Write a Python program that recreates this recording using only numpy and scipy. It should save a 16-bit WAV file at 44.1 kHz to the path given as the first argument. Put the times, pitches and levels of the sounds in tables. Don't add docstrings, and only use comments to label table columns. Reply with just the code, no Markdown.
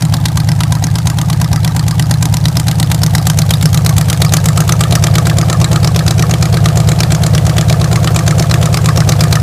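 import sys
import numpy as np
from scipy import signal
from scipy.fft import rfft, irfft
from scipy.io import wavfile
from scipy.ndimage import uniform_filter1d

SR = 44100
rng = np.random.default_rng(int(sys.argv[2]) if len(sys.argv) > 2 else 0)


def pcm_store(signal):
    levels = np.round(np.clip(np.atleast_2d(signal), -1, 1) * 32767)
    wavfile.write(sys.argv[1], SR, levels.astype(np.int16).T)


N = 415422
TIME = np.arange(N) / SR

# cycle_phase (0-1), bark_db, throb_db, spit_far_db, spit_near_db, swell_s
VALVE_OPENINGS = [(.11, 3, -13, -12, -7.5, 0.0034), (.233, 5, 7, 2, 1, 0.0038),
                  (.365, 0, 1.5, -36, -24, .0051), (.491, -0.5, 6.5, -2, .5, .0027),
                  (.622, -4.5, -4, -25, -23, 0.0038), (.783, 0, -5, -15.5, -19.5, 0.0019),
                  (.86, -4.5, -11, -15, -18, 0.0037), (.99, -6.5, -20, -27, -31, .005)]


def thumps(scatter_db=1.72, pipe_width_hz=25, deep_hz=68.7, deep_width_hz=5, deep_db=-3):
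    # cycle_phase (0-1), level_db, pitch_hz
    cylinders = [(.041, -5, 73), (.14, -9, 126), (.297, -6, 159), (.434, -7, 117), (.549, -19, 71),
                 (.666, -14, 164), (.796, -7, 103), (.945, -11, 180)]
    # pitch_hz, width_hz
    booms = [(88, 24), (150, 17)]
    out = np.zeros(N)
    for phase, db, hz in cylinders:
        kicks = np.zeros(N)
        for s in firings(phase, jitter_s=0.00013):
            add(kicks, s, gain_of([db + scatter_db * rng.standard_normal()]))
        out -= resonate(kicks, hz, pipe_width_hz)
    for hz, width in booms:
        out = resonate(out, hz, width)
    return evened(out + gain_of(deep_db) * resonate(out, deep_hz, deep_width_hz))


def spits(near, tail_s=0.019, whistle_db=-11, crackle_db=2.5, scatter_db=1.6):
    # frequency_hz, level_db
    far_eq = [(200, -14), (700, -5.5), (1150, -4.5), (2000, -4.5), (2600, -5), (3900, 1), (5300, -1),
              (7500, -3.5), (9500, -3), (12000, -6), (15000, -16)]
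    near_eq = [(200, -18), (700, 4), (980, -8), (1300, 0.5), (2100, -3.5), (2750, -3.5), (3900, -1.5),
               (5300, -3), (7500, -3), (9000, -7), (12000, -10), (15000, -18.5)]
    # pitch_hz, width_hz, far_db, near_db
    pipe_resonances = [(850, 44, 1, -14), (965, 51, 14.5, -11), (1270, 120, -14, 1), (1572, 85, 7.5, -14),
                       (1920, 93, 7, -14), (1870, 130, -39, -6), (2310, 114, -18, 5.5)]
    t, out = np.arange(SR // 20) / SR, np.zeros(N)
    for phase, _, _, far_db, near_db, swell_s in VALVE_OPENINGS:
        for s in firings(phase, jitter_s=.0002):
            close = np.interp(s, TIME, near)
            stretch = (1 + 0.28 * (close - .5)) * np.exp(.11 * rng.standard_normal())
            age = t / (swell_s * stretch)
            burst = (age * np.exp(1 - age)) ** 3
            tail_gain = gain_of(between((-20, -15), close))
            tail = tail_gain * np.minimum(age, 1) ** 2 * np.exp((swell_s - t) / tail_s)
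            hiss = rng.standard_normal(len(t))
            whistle = evened(resonate(hiss, rng.uniform(2960, 7940), width_hz=500))
            gas = hiss + gain_of(whistle_db) * whistle
            eddies = gain_of(crackle_db * evened(uniform_filter1d(rng.standard_normal(len(t)), size=24)))
            hit_db = between((far_db, near_db), close) + scatter_db * rng.standard_normal()
            add(out, s, gain_of(hit_db) * np.hypot(burst, tail) * eddies * gas)
    jets = crossfade_eq(out, far_eq, near_eq, near)
    return jets + sum(gain_of(between(ends_db, near)) * resonate(jets, hz, width)
                      for hz, width, *ends_db in pipe_resonances)


def beamed(jets, in_beam, treble_hz=9500, treble_db=(-3, 4)):
    treble = signal.sosfiltfilt(signal.butter(2, treble_hz, "high", fs=SR, output="sos"), jets)
    return jets + (gain_of(between(treble_db, in_beam)) - 1) * treble


def bark(near, decay_s=0.013, roughness=0.67, scatter_db=2.0, lead_s=0.001964):
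    # frequency_hz, level_db
    far_eq = [(150, -31.5), (220, 4), (300, 4.5), (370, -11), (450, -10), (580, -6.5), (690, 1.5), (840, 2),
              (960, -3.5), (1100, -21), (1400, -13), (2000, -15.5), (3500, -25)]
    near_eq = [(150, -42.5), (230, -4), (335, -3), (410, -2), (500, 2), (580, -3), (690, 3), (780, -4),
               (900, -13.5), (1300, -14.5), (2000, -23), (3500, -32.5)]
    t, out = np.arange(SR // 16) / SR, np.zeros(N)
    fade = np.exp(-t / decay_s)
    for phase, db, *_ in VALVE_OPENINGS:
        spectrum = rfft(rng.standard_normal(len(t)) * fade)
        echoes = evened(irfft(spectrum / abs(spectrum), len(t)) * np.exp(-t / (4 * decay_s)))
        for s in firings(phase, jitter_s=0.00015):
            grit = evened(rng.standard_normal(len(t)) * fade)
            gas = np.sqrt(1 - roughness ** 2) * echoes + roughness * grit
            hit_db = db * (1 - 0.4 * np.interp(s, TIME, near))
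            add(out, s - lead_s, gain_of(hit_db + scatter_db * rng.standard_normal()) * gas)
    return crossfade_eq(out, far_eq, near_eq, near)


def throb(near, far_hz=292, near_hz=328, width_hz=110, scatter_db=2.5, late_s=0.00508):
    kicks = np.zeros(N)
    for phase, _, db, *_ in VALVE_OPENINGS:
        for s in firings(phase):
            add(kicks, s + late_s, gain_of([db + scatter_db * rng.standard_normal()]))
    far = close = kicks
    for _ in range(3):
        far, close = resonate(far, far_hz, width_hz), resonate(close, near_hz, width_hz)
    return evened(between((evened(far), evened(close)), near))


def cracks(t60_s=0.05, overtone_ratio=1.2, overtone_db=-8):
    # start_s, level_db, pitch_hz
    hits = [(0.1372, -17, 1120), (0.3718, -18, 1130), (0.607, -14, 1240), (1.2995, -16.5, 1140),
            (4.5765, -15.5, 1310), (4.6917, -11.5, 1200), (5.1822, -13, 1186), (5.5282, -17, 1270),
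            (5.7583, -11, 1226), (6.2357, -15, 1165), (6.6598, -16, 1225), (7.006, -15, 1380),
            (8.072, -12, 1190), (8.8865, -10, 1120), (9.238, -15, 1290), (9.3706, -16, 1190)]
    out = np.zeros(N)
    for s, db, hz in hits:
        clank = steel_ping(hz, t60_s, spread=0.061)
        overtone = steel_ping(overtone_ratio * hz, t60_s, spread=0.062)
        add(out, s, gain_of(db) * (clank + gain_of(overtone_db) * overtone))
    return out


def steel_ringing(jet_db, high_db=-17.0):
    # cycle_phase (0-1), pitch_hz, level_db, t60_s, scatter_db
    pings = [(.25, 1100, -1, 0.074, 2), (.4, 1280, -5.5, 0.11, 3), (.635, 1210, 3.5, .065, 1),
             (.64, 1680, -4, 0.067, 4.5), (.5, 1600, -9.5, .044, 4), (.5, 1850, -4, 0.041, 5),
             (.5, 2100, -1.5, 0.043, 2.5), (.635, 4800, 0, 0.05, 4), (.5, 4000, 4.5, 0.03, 6),
             (.8, 3900, -4, .022, 4)]
    # time_s, level_db
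    low_ride = [(0, -40), (1.5, -34.5), (2.6, -39.5), (4.6, -28), (5.2, -28), (7.35, -34.5), (8, -28),
                (9.42, -27.5)]
    low, high = np.zeros(N), np.zeros(N)
    for phase, hz, db, t60_s, scatter_db in pings:
        for s in firings(phase, jitter_s=.0006):
            strength = gain_of(db + scatter_db * rng.standard_normal())
            add(low if hz < 3000 else high, s, strength * steel_ping(hz, t60_s))
    return gain_of(curve(low_ride)) * evened(low) + gain_of(jet_db + high_db) * evened(high)


def steel_ping(hz, t60_s, spread=0.0924, attack_s=0.00028):
    t = np.arange(SR // 16) / SR
    modes_hz = hz * (1 + spread * rng.uniform(-1.01, 1, size=(4, 1)))
    ping = np.sin(2 * np.pi * (modes_hz * t + rng.random(size=(4, 1)))).sum(0)
    ping *= np.exp(-np.log(1000) * t / t60_s) * (1 - np.exp(-t / attack_s))
    return ping / abs(ping).max()


def rush():
    # frequency_hz, level_db
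    rush_eq = [(15, 11), (45, 18), (200, 8), (800, 9), (1600, -1), (2700, -2), (4500, -5), (8000, -5),
               (12000, -11), (15000, -24)]
    return evened(colour(rng.standard_normal(N), rush_eq))


def firings(phase, jitter_s=0.000067, start_phase=.0534):
    # time_s, speed_rpm
    idle = [(0.0, 1033.9), (0.72, 1023.9), (1.28, 1052.0), (1.74, 1019.6), (1.9, 1043.0), (2.65, 1049.8),
            (2.89, 1024.3), (3.49, 1005.8), (3.8, 1016.6), (4.48, 1006.3), (4.75, 1039.3), (5.79, 1044.4),
            (5.94, 1016.4), (6.15, 1038.9), (8.07, 1036.8), (8.23, 1016.7), (8.56, 1042.2), (9.42, 1020.2)]
    cycles = start_phase + np.cumsum(curve(idle)) / (2 * 60 * SR)
    marks = np.arange(np.ceil(cycles[-1])) + phase
    times = np.interp(marks[(marks > cycles[0]) & (marks < cycles[-1])], cycles, TIME)
    return times + jitter_s * rng.standard_normal(len(times))


def crossfade_eq(x, far_eq, near_eq, near):
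    return evened(between((evened(colour(x, far_eq)), evened(colour(x, near_eq))), near))


def colour(x, eq, size=4096):
    hz, db = np.transpose(eq)
    bins_hz = abs(np.fft.fftfreq(size, 1 / SR)) + 1
    log_gain = np.log(gain_of(np.interp(np.log(bins_hz), np.log(hz), db)))
    taps = np.fft.ifft(np.exp(np.conj(signal.hilbert(log_gain)))).real[:size // 2]
    return signal.oaconvolve(x, taps)[:N]


def resonate(x, hz, width_hz):
    return signal.lfilter(*signal.iirpeak(hz, hz / width_hz, fs=SR), x)


def add(mix, s, sound):
    at = int(round(s * SR))
    sound = sound[max(-at, 0):]
    part = mix[max(at, 0):][:len(sound)]
    part += sound[:len(part)]


def curve(points):
    return np.interp(TIME, *np.transpose(points))


def between(ends, share):
    return ends[0] + (ends[1] - ends[0]) * share


def gain_of(db):
    return 10 ** (np.asarray(db) / 20)


def evened(x):
    return x / np.sqrt(np.mean(x ** 2) + 1e-20)


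def scene(beam_db=4, echo_s=.005, echo_db=-13):
    # time_s, nearness (0 beside the car, 1 over the pipes)
    approach = [(0, 0), (2.2, 0.16), (3.5, 0.38), (5, 0.78), (7, 0.83), (8.3, 0.9), (9.42, 0.84)]
    # time_s, alignment (0 off to the side, 1 in line)
    beam_path = [(0, 0.27), (2, .33), (3.2, 0.86), (4.4, 0.85), (5.4, 0.25), (7.3, 0.047), (8.3, 0.074),
                 (9.42, 0.67)]
    near, in_beam = curve(approach), curve(beam_path)
    # far_db, near_db
    thump_db, throb_db, bark_db = (-10.5, -8.5), (-36, -29.5), (-29.5, -22)
    spit_db, rush_db = (-25.5, -23), (-34, -27.5)
    jet_db = between(spit_db, near) + beam_db * in_beam
    jets = gain_of(jet_db) * beamed(spits(near), in_beam)
    ground_echo = gain_of(echo_db) * np.interp(TIME - echo_s, TIME, jets, left=0)
    bed = gain_of(between(rush_db, near)) * rush()
    pipes = (gain_of(between(thump_db, near)) * thumps()
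             + gain_of(between(throb_db, near)) * throb(near)
             + gain_of(between(bark_db, near)) * bark(near))
    return (pipes + jets + ground_echo + steel_ringing(jet_db) + cracks() + bed)[None]


def record(dry, knee=.78, ceiling=.97, cutoff_hz=15500):
    over, headroom = np.maximum(abs(dry) - knee, 0), ceiling - knee
    rounded = np.sign(dry) * (np.minimum(abs(dry), knee) + headroom * np.tanh(over / headroom))
    lowpass = signal.firwin(401, cutoff_hz, window=("kaiser", 9), fs=SR)
    return signal.oaconvolve(rounded, lowpass[None], "same")


dry = scene()
out = record(dry)
pcm_store(out)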